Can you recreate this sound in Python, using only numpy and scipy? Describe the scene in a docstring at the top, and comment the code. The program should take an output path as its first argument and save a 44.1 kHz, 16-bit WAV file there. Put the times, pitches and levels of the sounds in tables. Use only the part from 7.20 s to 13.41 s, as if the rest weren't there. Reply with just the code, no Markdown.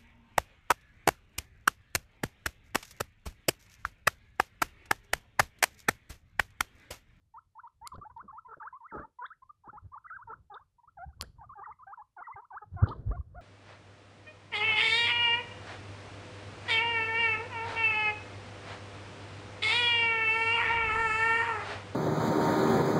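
"""Baby guinea pigs peep in quick scooping calls inside a small hide, right at a half-covered microphone.
Each peep is a few gliding sine partials; urgent ones break into a rough half-pitch voice.
Fur and a hand rub and scuff the housing (shaped noise) and bump it (short low swings of a sine).
The hay bedding rustles (grainy bright noise) and snaps a few times (ringing modes). A faint hiss
lies under it all, and voices and hay get soft reflections."""
import sys
import numpy as np
from scipy import signal
from scipy.fft import rfft, irfft
from scipy.io import wavfile
from scipy.ndimage import map_coordinates

SR = 44100
rng = np.random.default_rng(int(sys.argv[2]) if len(sys.argv) > 2 else 0)


def transcribe(signal):
    """Save signal, clipped to [-1, 1], as a 16-bit WAV file at the path in sys.argv[1]."""
    frames = np.atleast_2d(signal).T
    limited = np.clip(frames, -1, 1)
    pcm = np.round(limited * 32767).astype(np.int16)
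    wavfile.write(sys.argv[1], SR, pcm)


N = 273861
TIME = np.arange(N) / SR


def from_db(db):
    """Turn decibels into a gain."""
    return 10 ** (np.asarray(db) / 20)


def rms_one(x):
    """Scale to an average (rms) size of 1."""
    return x / np.sqrt(np.mean(x ** 2) + 1e-20)


def at_hz(points, hz):
    """Read a spectrum, joining its points by straight lines on a log-frequency axis."""
    point_hz, point_db = np.transpose(points)
    return np.interp(np.log(np.maximum(hz, 1)), np.log(point_hz), point_db)


def noise(colour):
    """Make noise with the given spectrum and rms 1."""
    hz = np.arange(N // 2 + 1) * SR / N
    white = rfft(rng.standard_normal(N))
    return rms_one(irfft(white * from_db(at_hz(colour, hz)), N))


def wander(t, rate):
    """Smooth random wobble of spread about 1, drawn through `rate` random values a second."""
    values = rng.standard_normal(4096)
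    return map_coordinates(values, [t * rate], order=3, mode="wrap")


def add(out, start, x):
    """Mix x into out from the time start, in seconds."""
    i = max(int(start * SR), 0)
    out[i:i + len(x)] += x[:max(N - i, 0)]


def hiss():
    """Faint steady noise under everything."""
    # colour of the hiss: f/Hz, level/dB
    hiss_colour = [(100, 13), (500, 9), (1500, 2.5), (4000, 2), (9000, -1), (12500, -3), (14000, -21)]
    return from_db(-89.5) * noise(hiss_colour)


def rubbing(lumpy_db):
    """Fur sticks and slides on the housing: an uneven rumble that swells and fades with each stroke."""
    # strokes of fur over the housing: t/s at the top, level/dB, time to swell or fade by 10 dB/s
    strokes = [(.02, -67.5, 0.28), (.77, -54, 0.0765), (1.03, -66, 0.3322), (1.781, -61, 0.0085),
               (2.2, -77, 0.27), (2.5, -68.5, 0.0978), (2.66, -53.5, 0.0589), (3.14, -63.5, 0.21),
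               (3.879, -52.5, 0.0543), (4.1, -55.5, 0.2038), (4.42, -71.5, 0.43), (5.15, -72, 0.02),
               (5.55, -43, 0.0229), (5.68, -43.5, 0.0952), (5.89, -39.5, 0.1039), (6.18, -53.5, 0.15)]
    # colour of the rumble: f/Hz, level/dB
    rub_colour = [(20, -8.5), (50, 3.5), (100, 5.5), (160, -4), (230, -16), (330, -21.5), (700, -31),
                  (1500, -36.5), (2200, -57.5), (5000, -60.5), (14000, -85)]
    power = from_db(-86) ** 2   # the hand never lies quite still
    for top, db, fade in strokes:
        stroke_db = db - 10 * np.abs(TIME - top) / fade
        power = power + from_db(stroke_db) ** 2
    lumps = from_db(lumpy_db * np.tanh(wander(TIME, 30)))
    return np.sqrt(power) * lumps * noise(rub_colour)


def scoop(u, start_hz, turn_hz, end_hz, turn):
    """The pitch glides into its turn and out again; u runs from 0 to 1 through the call."""
    ease = .52   # 0: a glide speeds up all the way from the turn; 1: it levels off at its far end
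    away = np.interp(u, [0, np.clip(turn, .1, .9), 1], [1, 0, 1])
    glide = (1 - ease) * away ** 2 + ease * np.sin(np.pi / 2 * away) ** 2
    far_hz = np.where(u < turn, start_hz, end_hz)
    return turn_hz * (far_hz / turn_hz) ** glide


def peep(length, start_hz, turn_hz, end_hz, turn, level_db, swell_db, strain,
         jitter, flutter_db, rasp, slope_db, half_gain_db, rasp_db, shimmer_db):
    """A nearly pure scoop; under strain the vocal folds double their period and flutter."""
    # how each pitch comes through fur and hand: f/Hz, level/dB
    muffle = [(250, -16.5), (430, -5), (600, -8), (800, -0.8266), (1000, 0), (1300, 4), (1600, -1),
              (1850, -13.5), (2100, -10.5), (2400, -26.5), (3700, -19.5), (4600, -35), (8000, -47.5)]
    attack_s, release_s = .0085, 0.00903
    usual_pitch_hz = 925.9
    # second partial: level at the usual pitch, most that strain adds, change as the pitch rises
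    overtone_db, overtone_strain_db, overtone_db_per_octave = -21.5, 12, -18
    t = np.arange(int(length * SR)) / SR
    u = t / length
    quaver = np.exp(.018 * wander(t, 130))   # a slight trembling of the pitch
    pitch = scoop(u, start_hz, turn_hz, end_hz, turn) * quaver

    # the voice breaks in fits, mostly in the middle of the call
    fits = from_db(flutter_db * wander(t, 77))
    rough = (0.005 + abs(strain)) * fits * np.sin(np.pi * u) ** 2
    overtones_db = overtone_db + overtone_strain_db * np.tanh(rough)
    overtones_db = overtones_db + overtone_db_per_octave * np.log2(pitch / usual_pitch_hz)
    overtones_db = overtones_db + flutter_db * wander(t, 70)

    # fast pitch shakes grow with roughness
    pitch = pitch * (1 + (jitter + rasp * np.tanh(rough)) * wander(t, 500))
    phase = 2 * np.pi * np.cumsum(pitch) / SR
    partials = [(1, 0.97)]   # (multiple of the pitch, gain)
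    for k in range(2, 5):
        partials.append((k, from_db(overtones_db + slope_db * (k - 2))))
    # the doubled period adds partials at 0.5 and 1.5 times the pitch
    for k in range(2):
        unsteady = 1 + 0.2 * wander(t, 250)
        partials.append((k + .5, from_db(half_gain_db) * rough * unsteady))
    voice = np.zeros(len(t))
    for k, gain in partials:
        passed = from_db(at_hz(muffle, k * pitch))
        voice += gain * passed * np.sin(k * phase + rng.uniform(0, 2 * np.pi))

    # uneven swings of the folds smear a rasp between the partials
    rasp_band = signal.cheby1(7, 1, [350, 1700], "band", fs=SR, output="sos")
    uneven = signal.sosfilt(rasp_band, rng.standard_normal(len(t)))
    voice = voice + from_db(rasp_db) * rough * rms_one(uneven)

    level = from_db(level_db + swell_db * (u - .5) + shimmer_db * wander(t, 140))
    level = level / np.sqrt(1 + rough ** 2)   # roughness shares the call's energy
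    ramp = np.clip(np.minimum(t / attack_s, (length - t) / release_s), 0, 1)
    edges = np.sin(np.pi / 2 * ramp) ** 2
    return np.sqrt(2) * level * edges * voice


def pups():
    """All the calls, some overlapping, with a bright overtone glide and a short high squeak in own rows."""
    # calls, the overtone glide (at 2.052 s) and the high squeak (at 3.338 s):
    # start t/s, length/s, f/Hz at the start, f/Hz at the turn, f/Hz at the end,
    # place of the turn (0-1), level/dB ahead of muffling, swell from start to end/dB, strain (0-1.5)
    calls = [(0.137, 0.0601, 917, 883, 1420.0, 0.27, -50.5, -0.5, 0.02),
             (0.35, 0.0591, 881.4, 877.4, 1667, 0.41, -51.0, 9, 0.01),
             (0.431, 0.0521, 969, 915, 1420.0, 0.54, -49.0, -2.5, 0.01),
             (0.611, 0.0689, 800.3, 925, 1420, 0.49, -47.5, 3.0, 0.04),
             (0.64, 0.0463, 1847, 1984, 2236, 0.31, -47.5, 11, 0.3),
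             (0.716, 0.0527, 1283, 985, 1543, 0.42, -48.0, -10.5, 0.04),
             (0.811, 0.03825, 1247, 1207, 1457, 0.32, -51, -7, 0.01),
             (0.846, 0.0348, 649.5, 868, 845, 0.43, -47.0, -3.5, 0.0),
             (0.895, 0.0263, 1009, 982, 1217, 0.4, -52, -2.5, 0.18),
             (0.961, 0.0641, 987, 897, 1597, 0.33, -47.0, -10, 0.02),
             (1.077, 0.04204, 1214, 1092, 1554, 0.68, -49.0, 3.0, 0.03),
             (1.124, 0.0768, 885.6, 877.5, 1419, 0.33, -49.0, 0.5, 0.0),
             (1.246, 0.0336, 952, 996, 1000, 0.49, -50.5, -1.0, 0.0),
             (1.273, 0.07825, 937.3, 870, 1790, 0.65, -53.0, 9.5, 0.85),
             (1.397, 0.0473, 1430, 1160, 1937, 0.31, -47.5, 7, 0.14),
             (1.406, 0.0866, 923.8, 860.4, 1810, 0.4, -46.0, 4, 0.11),
             (1.524, 0.0538, 957, 1015.5, 1241, 0.29, -47.0, -7, 0.01),
             (1.601, 0.0736, 1100.0, 905, 1496, 0.28, -51.5, 2.5, 0.03),
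             (1.674, 0.0562, 1910, 2083, 1103, 0.44, -51.0, 7.5, 0.02),
             (1.719, 0.0861, 947.8, 822, 1615, 0.56, -46.0, -3, 1.5),
             (1.776, 0.0349, 1145, 1550, 1090, 0.62, -47.5, 8, 0.18),
             (1.802, 0.0441, 1184, 1130, 1296, 0.3, -50.0, 1, 0.81),
             (1.832, 0.02875, 832.4, 881, 883, 0.6, -47.5, 9, 0.5),
             (1.985, 0.0869, 992.3, 989, 2216, 0.5, -41.5, 1.5, 0.12),
             (2.017, 0.0352, 1211, 1443, 2090, 0.32, -47.5, 6.5, 0.06),
             (2.052, 0.0199, 2910, 3290, 4350, 0.38, -34.5, 4.5, 0.08),
             (2.1, 0.0421, 1790.0, 1266, 2113, 0.18, -50.0, 4.5, 0.0),
             (2.218, 0.0242, 963, 1079, 940, 0.53, -52.5, 2.5, 0.02),
             (2.29, 0.02405, 1066, 1209, 1201, 0.44, -52.0, 2.5, 0.0),
             (2.434, 0.0755, 1094, 789, 1516, 0.3, -52.5, 12.5, 0.25),
             (2.526, 0.0665, 866.4, 847.5, 1493, 0.5, -49.5, 6.5, 0.11),
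             (2.715, 0.04675, 912.3, 1132, 928, 0.62, -49, 10, 0.09),
             (2.754, 0.0338, 928.5, 892.5, 1566, 0.28, -47.0, 1, 0.0),
             (2.839, 0.0368, 1558, 1181, 1780, 0.53, -52.5, 13.5, 0.09),
             (2.874, 0.0303, 1936, 1966, 2170, 0.59, -46.5, -6.0, 0.0),
             (2.894, 0.0398, 2167, 1266, 1474, 0.43, -45, -0.5, 0.14),
             (2.923, 0.05716, 1437, 1579, 1137, 0.67, -45.0, -0.5, 0.02),
             (2.984, 0.0591, 1182, 951, 1636, 0.19, -52.5, -6, 0.01),
             (3.07, 0.07614, 951.2, 892.7, 1640, 0.59, -45.5, 3, 0.44),
             (3.297, 0.08996, 862, 790.0, 1796, 0.49, -48.5, -1.5, 0.48),
             (3.338, 0.01344, 3800.0, 3730, 2940, 0.51, -32.5, 2.5, 0.0),
             (3.391, 0.0484, 784.4, 1230.0, 1700, 0.85, -62.5, -14, 0.1),
             (3.58, 0.0261, 943, 954, 1080, 0.49, -60, 6.5, 0.0),
             (3.63, 0.0258, 890.0, 953, 934, 0.46, -61.0, -1, 0.0),
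             (3.672, 0.0283, 1039, 1358, 1800, 0.82, -58.5, -11.5, 0.04),
             (3.768, 0.0877, 890.5, 688.3, 804.3, 0.33, -44.0, 9.5, 0.0),
             (3.884, 0.0352, 1033, 820, 718, 0.31, -63.5, -6.0, 0.02),
             (3.921, 0.0283, 960.0, 1475, 1560.0, 0.74, -73.0, 3.5, 0.0),
             (3.994, 0.06225, 1055, 1124, 2020, 0.3, -56.0, 4.5, 0.1),
             (4.181, 0.0709, 1087, 898, 670, 0.3, -53.5, 5.5, 0.0),
             (4.207, 0.054, 723.1, 1227, 1260, 0.79, -55.5, -11.5, 0.06),
             (4.29, 0.0582, 1265, 1050.0, 1540.0, 0.34, -52.0, -6, 0.0),
             (4.351, 0.0944, 886.2, 780.5, 1400, 0.56, -47.5, 8.0, 0.35),
             (4.434, 0.0241, 1750.0, 1947, 1750.0, 0.55, -41.5, 3, 0.05),
             (4.454, 0.073, 1674, 829, 1340, 0.43, -46.0, -3, 0.14),
             (4.52, 0.0179, 1395, 2050, 1830, 0.37, -49.5, -11.5, 0.01),
             (4.586, 0.0606, 1237, 1010.0, 1384, 0.35, -55.5, 1.5, 0.02),
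             (4.665, 0.0847, 760.3, 789.6, 1574, 0.48, -47.5, 1.5, 0.03),
             (4.771, 0.05866, 1060.0, 826.5, 1326, 0.56, -47.5, -2.5, 0.03),
             (4.963, 0.0722, 988, 701, 1477, 0.43, -46.0, 2.5, 0.23),
             (5.033, 0.0357, 2132, 1887, 2036, 0.41, -41.5, 6, 0.04),
             (5.065, 0.0618, 1573, 896, 1263, 0.43, -45.0, 1, 0.02),
             (5.122, 0.0316, 1903, 2130.0, 1930, 0.52, -44, -5.5, 0.0),
             (5.155, 0.0571, 1036, 760, 976, 0.27, -46.5, -7.5, 0.75),
             (5.216, 0.0441, 1088, 956, 1533, 0.46, -55.5, -6, 0.0),
             (5.302, 0.08874, 1144, 744, 1770, 0.38, -45.5, 4.5, 0.09),
             (5.413, 0.0359, 830.0, 850, 766, 0.26, -49, -2.0, 0.43),
             (5.562, 0.0907, 751.4, 693, 1810, 0.43, -44.5, 1.5, 0.59),
             (5.651, 0.0601, 1879, 799, 1027, 0.45, -44.5, -5.5, 0.49),
             (5.699, 0.0431, 758, 1283, 866, 0.52, -42.5, -1.0, 0.15),
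             (5.908, 0.05655, 482.8, 705, 716, 0.51, -46, -1, 0.0),
             (5.961, 0.0243, 1040.0, 1121, 846, 0.73, -50.0, 12.5, 0.0),
             (6.007, 0.01127, 764.6, 1115, 1195, 0.27, -54.0, -13.5, 0.01),
             (6.142, 0.0689, 485.6, 723.4, 656, 0.44, -45.5, 0.5, 0.02)]
    out = np.zeros(N)
    for start, *call in calls:
        add(out, start, peep(*call, jitter=0.0026, flutter_db=4.0, rasp=.03, slope_db=-10,
                             half_gain_db=0.5, rasp_db=-13.5, shimmer_db=1.27))
    return out


def room(x, t60, wet_db, wall_hz):
    """Dense, dull reflections from the hide and the room around it, fading by 60 dB in t60 seconds."""
    t = np.arange(SR // 2) / SR
    tail = rng.standard_normal(len(t)) * from_db(-60 * t / t60) * (t > .004)
    tail = tail / np.sqrt(np.sum(tail ** 2))
    # the walls soak up treble
    tail = signal.sosfilt(signal.butter(1, wall_hz, fs=SR, output="sos"), tail)
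    return from_db(wet_db) * signal.fftconvolve(x, tail)[:N]


def brushes(strokes, colour, grain_db, rise_s):
    """Short strokes of grainy friction that start quickly and fade."""
    force = np.zeros(N)
    t = np.arange(SR // 2) / SR
    for start, db, fade in strokes:
        add(force, start, from_db(db) * (1 - np.exp(-t / rise_s)) * np.exp(-t / fade))
    grain = from_db(grain_db * wander(TIME, 370))
    return force * grain * noise(colour)


def rustles():
    """Hay brushes past: short strokes of bright, grainy friction noise."""
    # strokes: t/s, level/dB ahead of rise and fade, fading time (to 1/e)/s
    hay_strokes = [(.479, -73, .002), (.739, -65.5, 0.00496), (.757, -54, 0.00182), (.975, -74.5, 0.00414),
                   (3.345, -60, 0.0028), (4.035, -78, 0.039), (5.673, -64.5, 0.027), (5.686, -51, .007),
                   (5.705, -72.5, 0.0432)]
    # colour of the hay: f/Hz, level/dB
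    hay_colour = [(1500, -33), (2500, -18), (3100, 10), (4200, 8.5), (4900, 2), (5600, -23), (7300, -24),
                  (12000, -30.5)]
    return brushes(hay_strokes, hay_colour, grain_db=4.0, rise_s=0.0013)


def snaps(octaves, rise_s):
    """Stalks snap at the housing: each rings the modes near its own brightest pitch hardest."""
    # snaps: t/s, peak level/dB, brightest f/Hz
    stalks = [(.674, -28, 6800), (4.0112, -19.5, 3083), (4.022, -29, 9540), (4.0255, -29.5, 1780)]
    # their ringing modes: f/Hz, level/dB, time to fade by 60 dB/s
    modes = [(1296, 1.5, 0.0042), (3316, -10, 0.0067), (4472, 5, 0.0029), (7294, -7, 0.0082),
             (8920, -5.5, 0.0053), (10935, -5, 0.0076), (13900, -9, .005)]
    out = np.zeros(N)
    t = np.arange(SR // 20) / SR
    for start, peak_db, bright_hz in stalks:
        ring = np.zeros(len(t))
        for hz, db, t60 in modes:
            nearness = 1 / (1 + (np.log2(hz / bright_hz) / octaves) ** 2)
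            ring += from_db(db - 60 * t / t60) * nearness * np.cos(2 * np.pi * hz * t)
        ring = ring * (1 - np.exp(-t / rise_s))
        add(out, start, from_db(peak_db) * ring / np.abs(ring).max())
    return out


def scuffs():
    """Fur and paws scuff the housing: short strokes of dull friction noise."""
    # strokes: t/s, level/dB ahead of rise and fade, fading time (to 1/e)/s
    paw_strokes = [(.74, -46.5, 0.0121), (.781, -36.5, 0.00553), (.823, -56.5, 0.0097),
                   (1.025, -60.5, 0.033), (1.368, -49.5, 0.00825), (1.722, -49, 0.0321),
                   (1.747, -45, 0.0295), (1.795, -46.5, 0.0237), (2.472, -51.5, 0.0139),
                   (2.53, -51, 0.0087), (3.1, -59.5, 0.035), (5.004, -56.5, 0.0056), (4.027, -41.5, 0.0084),
                   (5.625, -38, 0.0279), (5.67, -46.5, 0.1023), (5.908, -38.5, 0.0097)]
    # colour of the scuffs: f/Hz, level/dB
    paw_colour = [(60, 4.5), (250, 10), (550, 8.5), (900, -10.5), (1600, -10.5), (2200, -37.5), (6000, -43),
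                  (14000, -63)]
    return brushes(paw_strokes, paw_colour, grain_db=3.0, rise_s=.0012)


def bumps():
    """A padded push swells and dies within a few swings of the housing."""
    # soft bumps: t/s at the top, peak level/dB, f/Hz, half length (top to 1/e)/s
    pushes = [(0.749, -48.5, 83.2, .015), (0.787, -59, 75, .012), (1.054, -52.5, 202, 0.0117),
              (2.641, -48, 96.7, 0.0214), (3.87, -52, 148.7, 0.012), (3.884, -41, 70, 0.0234),
              (4.015, -42, 72, 0.0166), (5.153, -49, 99, 0.007), (5.562, -33, 96.6, 0.011),
              (5.635, -11.5, 98.3, 0.00919), (5.634, -27.5, 212.9, 0.0083), (5.683, -49, 60.1, .015),
              (5.875, -25.5, 98, .012), (5.908, -25, 50.2, 0.0221), (6, -28, 71.5, 0.01346)]
    out = np.zeros(N)
    for top, db, hz, half in pushes:
        t = TIME - top
        swell = np.exp(-(t / half) ** 2)
        out += from_db(db) * swell * np.sin(2 * np.pi * hz * t + rng.uniform(0, 2 * np.pi))
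    return out


def scene():
    """Voices and hay sound through the air; rubs, scuffs and bumps come through the housing."""
    voices = pups()
    hay = snaps(octaves=.8, rise_s=.0001) + rustles()
    air = voices + room(voices, t60=0.17, wet_db=-15.5, wall_hz=4100)
    air = air + hay + room(hay, t60=.3, wet_db=-24.0, wall_hz=6124)
    contact = rubbing(lumpy_db=6.5) + bumps() + scuffs()
    return (air + contact + hiss())[None]


def record(dry):
    """A steep low-pass filter cuts off the top of the treble."""
    cutoff_hz = 14600
    return signal.sosfilt(signal.ellip(10, .1, 80, cutoff_hz, fs=SR, output="sos"), dry)


dry = scene()
out = record(dry)
transcribe(out)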